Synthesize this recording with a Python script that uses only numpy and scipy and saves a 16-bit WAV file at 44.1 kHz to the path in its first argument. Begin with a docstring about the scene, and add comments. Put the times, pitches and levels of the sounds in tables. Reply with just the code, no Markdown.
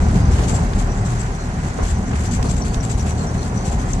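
"""A low rumble fills a car rolling slowly along a worn street: the tyres shake the cabin over a faint
engine drone, bumps thud through the suspension, and tyre hiss comes through the glass on the right.
Something loose on the left, probably trim, chafes in short bright bursts as the car sways.
Its stick-slip friction rasps, rings and squeaks; its light impacts chatter and tick."""
import sys
import numpy as np
from scipy import signal
from scipy.fft import rfft, irfft
from scipy.io import wavfile

SR = 44100
rng = np.random.default_rng(int(sys.argv[2]) if len(sys.argv) > 2 else 0)


def master(y):
    """Save y as 16-bit WAV."""
    cut = np.clip(np.atleast_2d(y).T, -1, 1)
    pcm = np.round(cut * 32767)  # scale
    wavfile.write(sys.argv[1], SR, pcm.astype(np.int16))


N = 176400
T = np.arange(N) / SR
HZ = np.maximum(np.arange(N // 2 + 1) * SR / N, 1)


def undb(db):
    """Decibels to amplitude gain."""
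    return 10 ** (np.asarray(db) / 20)


def unit(x):
    """Normalisation to rms 1."""
    return x / np.sqrt(np.mean(x ** 2))


def over_time(table):
    """Linear interpolation of each column in time."""
    times, *columns = np.array(table, float).T
    return [np.interp(T, times, column) for column in columns]


def over_hz(table):
    """Linear interpolation of each column in log frequency."""
    hz, *columns = np.array(table, float).T
    return np.array([np.interp(np.log(HZ), np.log(hz), column) for column in columns])


def shaped(x, response):
    """Linear filtering by a frequency response, scaled to rms 1."""
    return unit(irfft(rfft(x) * response, N))


def resonance(hz, width_hz):
    """Frequency response of a damped oscillator."""
    return 1 / (1 + 1j * (HZ ** 2 - hz ** 2) / (HZ * width_hz))


def noise():
    """Uncorrelated white noise for left and right."""
    return rng.standard_normal((2, N))


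def wander(rate_hz):
    """Low-pass noise of rms 1: a smooth random fluctuation."""
    spectrum = rng.standard_normal((len(HZ), 2)) @ [1, 1j]
    return unit(irfft(spectrum * np.exp(-(HZ / rate_hz) ** 2) * (HZ > 1), N))


def pan(left_minus_right_db):
    """Constant-power gains for a level difference between the ears."""
    return unit(undb(np.array([[left_minus_right_db], [-left_minus_right_db]]) / 2))


def burst(start_s, hold_s, attack_s, decay_s):
    """Envelope with a linear rise, a hold and an exponential decay."""
    rise = np.clip((T - start_s) / attack_s + .5, 0, 1)
    return rise * np.exp(-np.maximum(T - start_s - hold_s, 0) / decay_s)


# Spectrum of road noise in the cabin: frequency_hz, level_db
CABIN_SPECTRUM = [(12, -40), (24, -13), (37, 2.5), (50, 4), (62, 1), (76, 3), (89, -5.5), (116, -3.5),
                  (142, -8.5), (165, -7), (205, -8), (222, -11.5), (240, -10), (260, -13), (320, -20.5),
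                  (370, -17.5), (415, -18), (490, -23), (640, -23), (740, -18.5), (900, -25.5), (1050, -25),
                  (1300, -31), (2000, -36.5), (3000, -50), (4500, -84)]
# Likeness of the two sides: frequency_hz, coherence (0-1), left_minus_right_db
CABIN_COHERENCE = [(60, 1, 1.6), (130, 0.99, 0.8), (231, 0.95, -0.8), (342, 0.71, 0.2), (705, 0.48, -0.2),
                   (1160, 1, -1.5), (1440, 0.31, -6), (2160, 0.45, -4.5), (2790, 0, 5.5)]
# Road shake in four bands: time_s, boom_db, rumble_db, roar_db, hiss_db
ROAD_LEVELS = [(0, -17, -20.5, -28.5, -35.5), (.18, -19, -16.5, -29.5, -36.5),
               (.36, -14.5, -24.5, -28, -35), (.5, -18, -19.5, -26.5, -37), (.7, -23.5, -22, -30.5, -37),
               (1.0, -29, -25, -31, -37.5), (1.2, -26.5, -25, -32.5, -37), (1.4, -34, -28.5, -34, -39),
               (1.62, -26, -23.5, -33.5, -37.5), (1.75, -33.5, -28, -32, -37.5),
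               (1.87, -21, -26.5, -33.5, -37.5), (2.03, -33, -20, -32, -40), (2.17, -22, -24, -33.5, -38),
               (2.45, -22.5, -21, -32, -39), (2.85, -22.5, -23.5, -32, -40), (3.05, -26, -23, -30.5, -40),
               (3.5, -27, -24, -31, -39), (3.7, -23, -24.5, -30, -39.5), (4, -22, -22, -32.5, -38)]

def road(flutter_db=1.2, crossovers_hz=(90, 300, 1200), glass_lag_s=0.00034, glass_hz=815):
    """Random forced vibration: the tyres shake the cabin, and long waves reach both ears alike."""
    coherence, balance_db = over_hz(CABIN_COHERENCE)
    coherence = np.minimum(coherence, .999)
    mid, side = rfft(noise()) * np.sqrt([1 + coherence, 1 - coherence])
    left_lag_s = glass_lag_s / (1 + (glass_hz / HZ) ** 4)  # tyre hiss reaches the right side first
    left = (mid + side) * undb(balance_db / 2) * np.exp(-2j * np.pi * HZ * left_lag_s)
    right = (mid - side) * undb(-balance_db / 2)
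    field = np.array([left, right]) * undb(over_hz(CABIN_SPECTRUM))
    lowpasses = [0] + [1 / (1 + (HZ / hz) ** 10) for hz in crossovers_hz] + [1]
    out = 0
    for lower, upper, level_db in zip(lowpasses, lowpasses[1:], over_time(ROAD_LEVELS)):
        band = unit(irfft(field * (upper - lower), N))
        out += band * undb(level_db + flutter_db * wander(29))
    return out


# Engine drone: time_s, firing_hz, first_harmonic_db, second_harmonic_db, third_harmonic_db
ENGINE_HARMONICS = [(0, 38.6, -27, -21.5, -29), (.4, 38.31, -28, -26, -22.5),
                    (.7, 38.38, -21.5, -26.5, -27.5), (.9, 38.23, -22.5, -39, -30),
                    (1.05, 37.6, -25, -22.5, -25), (1.3, 39.04, -29, -35, -34.5),
                    (1.7, 37.5, -30, -38, -34), (1.9, 37.1, -30.5, -22, -33),
                    (2.5, 37.45, -27.5, -37, -29.5), (2.95, 38.4, -36, -24.5, -29),
                    (3.27, 39.5, -48, -25, -31), (3.55, 39.36, -35, -32, -30), (4, 39.84, -31, -38, -39)]
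# Higher engine harmonics: harmonic_number, level_relative_to_third_db
UPPER_HARMONICS = [(4, -9), (5, -9)]

def engine(waver=0.019, throb_db=1.7):
    """Periodic firing gives a harmonic series, which wavers in pitch and throbs in level."""
    firing_hz, first_db, second_db, third_db = over_time(ENGINE_HARMONICS)
    cycles = np.cumsum(firing_hz * (1 + waver * wander(5.9))) / SR
    harmonics = [(1, first_db), (2, second_db), (3, third_db)]
    harmonics += [(number, third_db + relative_db) for number, relative_db in UPPER_HARMONICS]
    drone = 0
    for number, level_db in harmonics:
        amplitude = np.sqrt(2) * undb(level_db + throb_db * wander(8.4))
        drone += amplitude * np.sin(2 * np.pi * (number * cycles + rng.random()))
    return drone * pan(1.3)


# Spectrum of the air hiss: frequency_hz, level_db
AIR_SPECTRUM = [(1500, 6.5), (3000, 2), (5000, 4), (8000, 0), (10500, -13.5), (11700, -41), (12600, -40)]

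def air(level_db=-43.5):
    """Amplitude-modulated noise: a smooth hiss of air follows the level of the tyre hiss."""
    tyre_db = over_time(ROAD_LEVELS)[3]
    swell_db = 1.3 * (tyre_db - tyre_db.mean())
    return undb(level_db + swell_db) * shaped(noise(), undb(over_hz(AIR_SPECTRUM)))


# Spectrum of the friction noise: frequency_hz, left_db, right_db
RASP_SPECTRUM = [(1200, -3, -19), (2480, -6, -3), (4400, -4, -10), (5950, -5, -14), (6160, 4, -31),
                 (6550, 2.5, -16), (7700, 0, -21), (8470, -6, -8.5), (9400, -9, -9), (10840, -17.5, -15.5),
                 (11330, -16.5, -14), (12900, -48, -39), (14000, -58, -52)]
# Normal modes of the loose part: pitch_hz, bandwidth_hz, level_db
TRIM_MODES = [(4700, 120, -22), (5800, 78, -15), (6620, 110, -14.5), (7330, 90, -12), (7530, 40, -8),
              (7665, 32, -7.5), (7640, 56, -19)]
# Chafing strokes: start_s, length_s, level_db, ring_emphasis_db
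STROKES = [(0.08, .03, -36, -13), (0.15, 0.054, -34.5, -17), (0.311, 0.19, -32.5, -16),
           (0.479, 0.035, -26.5, 1.5), (0.541, 0.036, -30, 4), (0.587, 0.083, -36.5, 0),
           (0.783, 0.033, -30, -6), (0.969, 0.035, -43, 12), (1.047, 0.025, -34.5, 8),
           (1.09, 0.053, -34, -1), (1.194, 0.015, -34, 9.5), (1.632, 0.074, -38, -2),
           (1.827, 0.066, -32, -11), (1.885, 0.035, -31.5, 2.5), (2.067, 0.04, -42, 12),
           (2.154, 0.078, -33, -7), (2.236, 0.038, -31.5, 1.5), (2.31, 0.056, -29.5, 3),
           (2.441, 0.036, -33, -29), (2.488, 0.044, -30, 2.5), (2.566, 0.019, -32.5, 7),
           (2.647, 0.04, -32.5, 0.5), (2.727, 0.035, -34, -4), (2.827, 0.026, -31, 4),
           (2.897, 0.028, -29, 3), (2.974, 0.025, -30, -7), (3.061, 0.052, -31, -2.5),
           (3.175, 0.083, -37, 7), (3.338, 0.023, -39, 0), (3.411, 0.053, -35.5, -2), (3.555, .025, -37, 0),
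           (3.649, 0.049, -33, -0.5), (3.715, 0.023, -33.5, 5), (3.787, 0.04, -34, -11),
           (3.883, 0.073, -35, 6)]

def chafing(idle_db=-40.5, sway_db=1.5, judder_db=1.38, slips_per_s=2200, mode_drift_db=2.5):
    """Stick-slip friction: constant tiny slips, stronger in each stroke, rasp and excite the modes."""
    rub_power = undb(idle_db + sway_db * wander(17)) ** 2
    ring_power = rub_power.copy()
    for start_s, length_s, level_db, emphasis_db in STROKES:
        stroke = undb(level_db) * burst(start_s, length_s * 0.79, attack_s=.012, decay_s=.025)
        rub_power += stroke ** 2
        ring_power += (stroke * undb(emphasis_db)) ** 2
    force = np.sqrt(rub_power)
    judder = undb(judder_db * wander(120))
    slips = (rng.random((2, N)) < slips_per_s / SR) * np.sign(noise())
    grit = unit(slips) + 0.84 * noise()
    rasp = force * shaped(grit, undb(over_hz(RASP_SPECTRUM)))
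    ring = 0
    for pitch_hz, width_hz, level_db in TRIM_MODES:
        mode = shaped(noise(), resonance(pitch_hz, width_hz) * resonance(pitch_hz, 600))
        ring += mode * undb(level_db + mode_drift_db * wander(29))
    drive = np.sqrt(ring_power) * (force / undb(-30.5)) ** 0.77  # ringing grows faster than rasp
    return judder * (rasp + ring * drive * pan(9))


def chatter(contacts_per_s=140, level_db=-46.5, decay_s=0.0034, low_hz=5755, high_hz=8230):
    """Impact excitation: light random contacts each start a tiny damped ping on its own pitch."""
    t = T[:2000]
    envelope = t / decay_s * np.exp(1 - t / decay_s)
    out = np.zeros(N + len(t))
    for when, pitch, size in rng.random((int(contacts_per_s * N / SR), 3)):
        pitch_hz = low_hz + (high_hz - low_hz) * pitch ** 2
        amplitude = undb(level_db + 2 * size - 1.5)
        onset = int(when * N)
        out[onset:onset + len(t)] += amplitude * envelope * np.sin(2 * np.pi * pitch_hz * t)
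    return out[:N] * pan(9)


# Bumps in the road: start_s, thud_db, pitch_hz, thud_decay_s, knock_db
ROAD_BUMPS = [(.005, -6, 45.6, 0.028, -33), (0.331, -27, 44, 0.025, -50), (0.389, -27, 70, .015, -24.5),
              (.499, -31, 60, .012, -26), (0.981, -13, 103.5, 0.024, -46), (1.788, -28, 60, 0.01, -21),
              (1.826, -11.5, 42.1, .04, -33), (1.916, -5.5, 54.1, 0.014, -38),
              (2.128, -20, 65, 0.0098, -31), (2.162, -13.5, 79, 0.053, -49), (2.39, -6, 46.5, 0.014, -26.5),
              (2.445, -24, 60, .012, -24), (2.516, -11, 50, .014, -47), (2.766, -5.5, 42.3, .013, -41),
              (3.68, -10.5, 69.6, 0.022, -42)]

def bumps():
    """Damped free vibration: each bump heaves the body once and knocks through the suspension."""
    suspension = resonance(415, 130) + undb(-7) * resonance(910, 320)
    knock_noise = shaped(noise(), suspension / (1 + (HZ / 1500) ** 2))
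    out = 0
    for start_s, thud_db, pitch_hz, decay_s, knock_db in ROAD_BUMPS:
        heave = -np.sin(2 * np.pi * pitch_hz * (T - start_s))
        thud = heave * burst(start_s, hold_s=0, attack_s=.007, decay_s=decay_s)
        knock = knock_noise * burst(start_s, hold_s=0, attack_s=.0036, decay_s=.024)
        out += undb(thud_db) * thud + undb(knock_db) * knock
    return out


# Squeaks and creaks of the contact: start_s, length_s, pitch_hz, level_db, pitch_scatter_hz
TRIM_SQUEAKS = [(0.017, 0.044, 5900, -45, 180), (0.167, 0.12, 4900, -47, 170),
                (0.255, 0.0067, 6130, -34, 280), (0.315, 0.022, 5800, -40, 150),
                (0.893, 0.039, 5800, -42.5, 90), (1.384, 0.064, 5840, -49, 170.1),
                (1.385, .05, 4180, -46.5, 130), (1.81, 0.032, 5850, -42, 170),
                (1.94, 0.037, 6000, -43, 160), (2.056, 0.021, 6200, -39, 198.6),
                (2.271, 0.029, 6024, -41, 168.8), (2.359, 0.018, 6080, -41, 130),
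                (2.45, 0.055, 4620, -44, 350), (2.613, 0.02, 5853, -35, 100),
                (2.615, 0.097, 4500, -46.5, 280), (2.802, 0.012, 5830, -34.5, 100),
                (2.995, 0.018, 5900, -36, 120), (3.11, 0.014, 6070, -38, 150),
                (3.175, 0.059, 4260, -44.5, 170), (3.269, 0.027, 5850, -37.5, 79.95),
                (3.373, 0.055, 4170, -47, 180), (3.375, 0.056, 5940, -44, 190),
                (3.425, .04, 4600, -44, 379.2), (3.563, 0.02, 5900, -37, 130),
                (3.565, .13, 4510, -48, 377.4), (3.604, 0.014, 6000, -40.5, 200),
                (3.65, .02, 5860, -39, 120), (3.786, 0.017, 6080, -40, 120),
                (3.933, 0.0044, 6600, -23, 348)]

def squeaks(roughness_db=3.5):
    """Self-excited oscillation: the contact catches and sings; wider pitch scatter makes a creak."""
    drift = np.cumsum(wander(595)) / SR
    out = 0
    for start_s, length_s, pitch_hz, level_db, scatter_hz in TRIM_SQUEAKS:
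        cycles = pitch_hz * T + scatter_hz * drift + rng.random((2, 1))
        envelope = burst(start_s, length_s * 0.96, length_s * 0.17, length_s * 0.43)
        out += undb(level_db) * envelope * np.sqrt(2) * np.sin(2 * np.pi * cycles)
    return out * pan(10) * undb(roughness_db * wander(250))


# Spectrum of a tick: frequency_hz, level_db
TICK_SPECTRUM = [(500, -6), (1700, 5), (5500, 2.5), (8000, 4), (11000, -20), (14500, 1)]
# Ticks of the trim: start_s, level_db, decay_s, left_minus_right_db, cutoff_hz
TRIM_TICKS = [(.157, -36, .008, -18, 9000), (0.384, -30.5, 0.012, 0, 5000), (0.435, -30.5, 0.0091, 3, 6700),
              (.733, -32, .005, 0, 6500), (2.113, -33, .008, -2, 2980), (2.132, -30.5, 0.011, 2, 3202),
              (2.155, -32, 0.0071, -10, 3200), (2.4273, -24.5, 0.0038, -5, 11040),
              (2.7439, -23.5, 0.0023, -14, 10800), (2.902, -37, .003, 2.5, 12000),
              (3.068, -36, 0.011, -2, 3200)]

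def ticks():
    """A brief impulse has a broad spectrum: dry plastic ticks, some duller than others."""
    colour = undb(over_hz(TICK_SPECTRUM))
    out = 0
    for start_s, level_db, decay_s, pan_db, cutoff_hz in TRIM_TICKS:
        envelope = burst(start_s, hold_s=.0011, attack_s=.0006, decay_s=decay_s)
        snap = noise() * envelope
        flatten = 1 / np.sqrt(np.abs(rfft(snap)) + 1)  # evens out chance peaks in the spectrum
        lowpass = 1 / (1 + (HZ / cutoff_hz) ** 6)
        tick = shaped(snap, flatten * colour * lowpass) * np.sqrt(np.mean(envelope ** 2))
        out += undb(level_db) * tick * pan(pan_db)
    return out


def scene():
    """Superposition: the continuous sounds and the separate events add in the cabin."""
    continuous = undb(-0.5) * road() + engine() + air() + undb(-4.5) * chafing() + chatter()
    return continuous + bumps() + undb(-3) * squeaks() + ticks()


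def record(dry, fade_in_s=.002, low_hz=16, top_hz=14700):
    """Band limiting: after a brief fade-in, filters remove the deepest bass and the highest treble."""
    highpass = signal.butter(2, low_hz, "high", fs=SR, output="sos")
    lowpass = signal.ellip(8, .2, 70, top_hz, fs=SR, output="sos")
    faded = dry * np.minimum(T / fade_in_s, 1)
    return signal.sosfilt(lowpass, signal.sosfilt(highpass, faded))


dry = scene()
out = record(dry)
master(out)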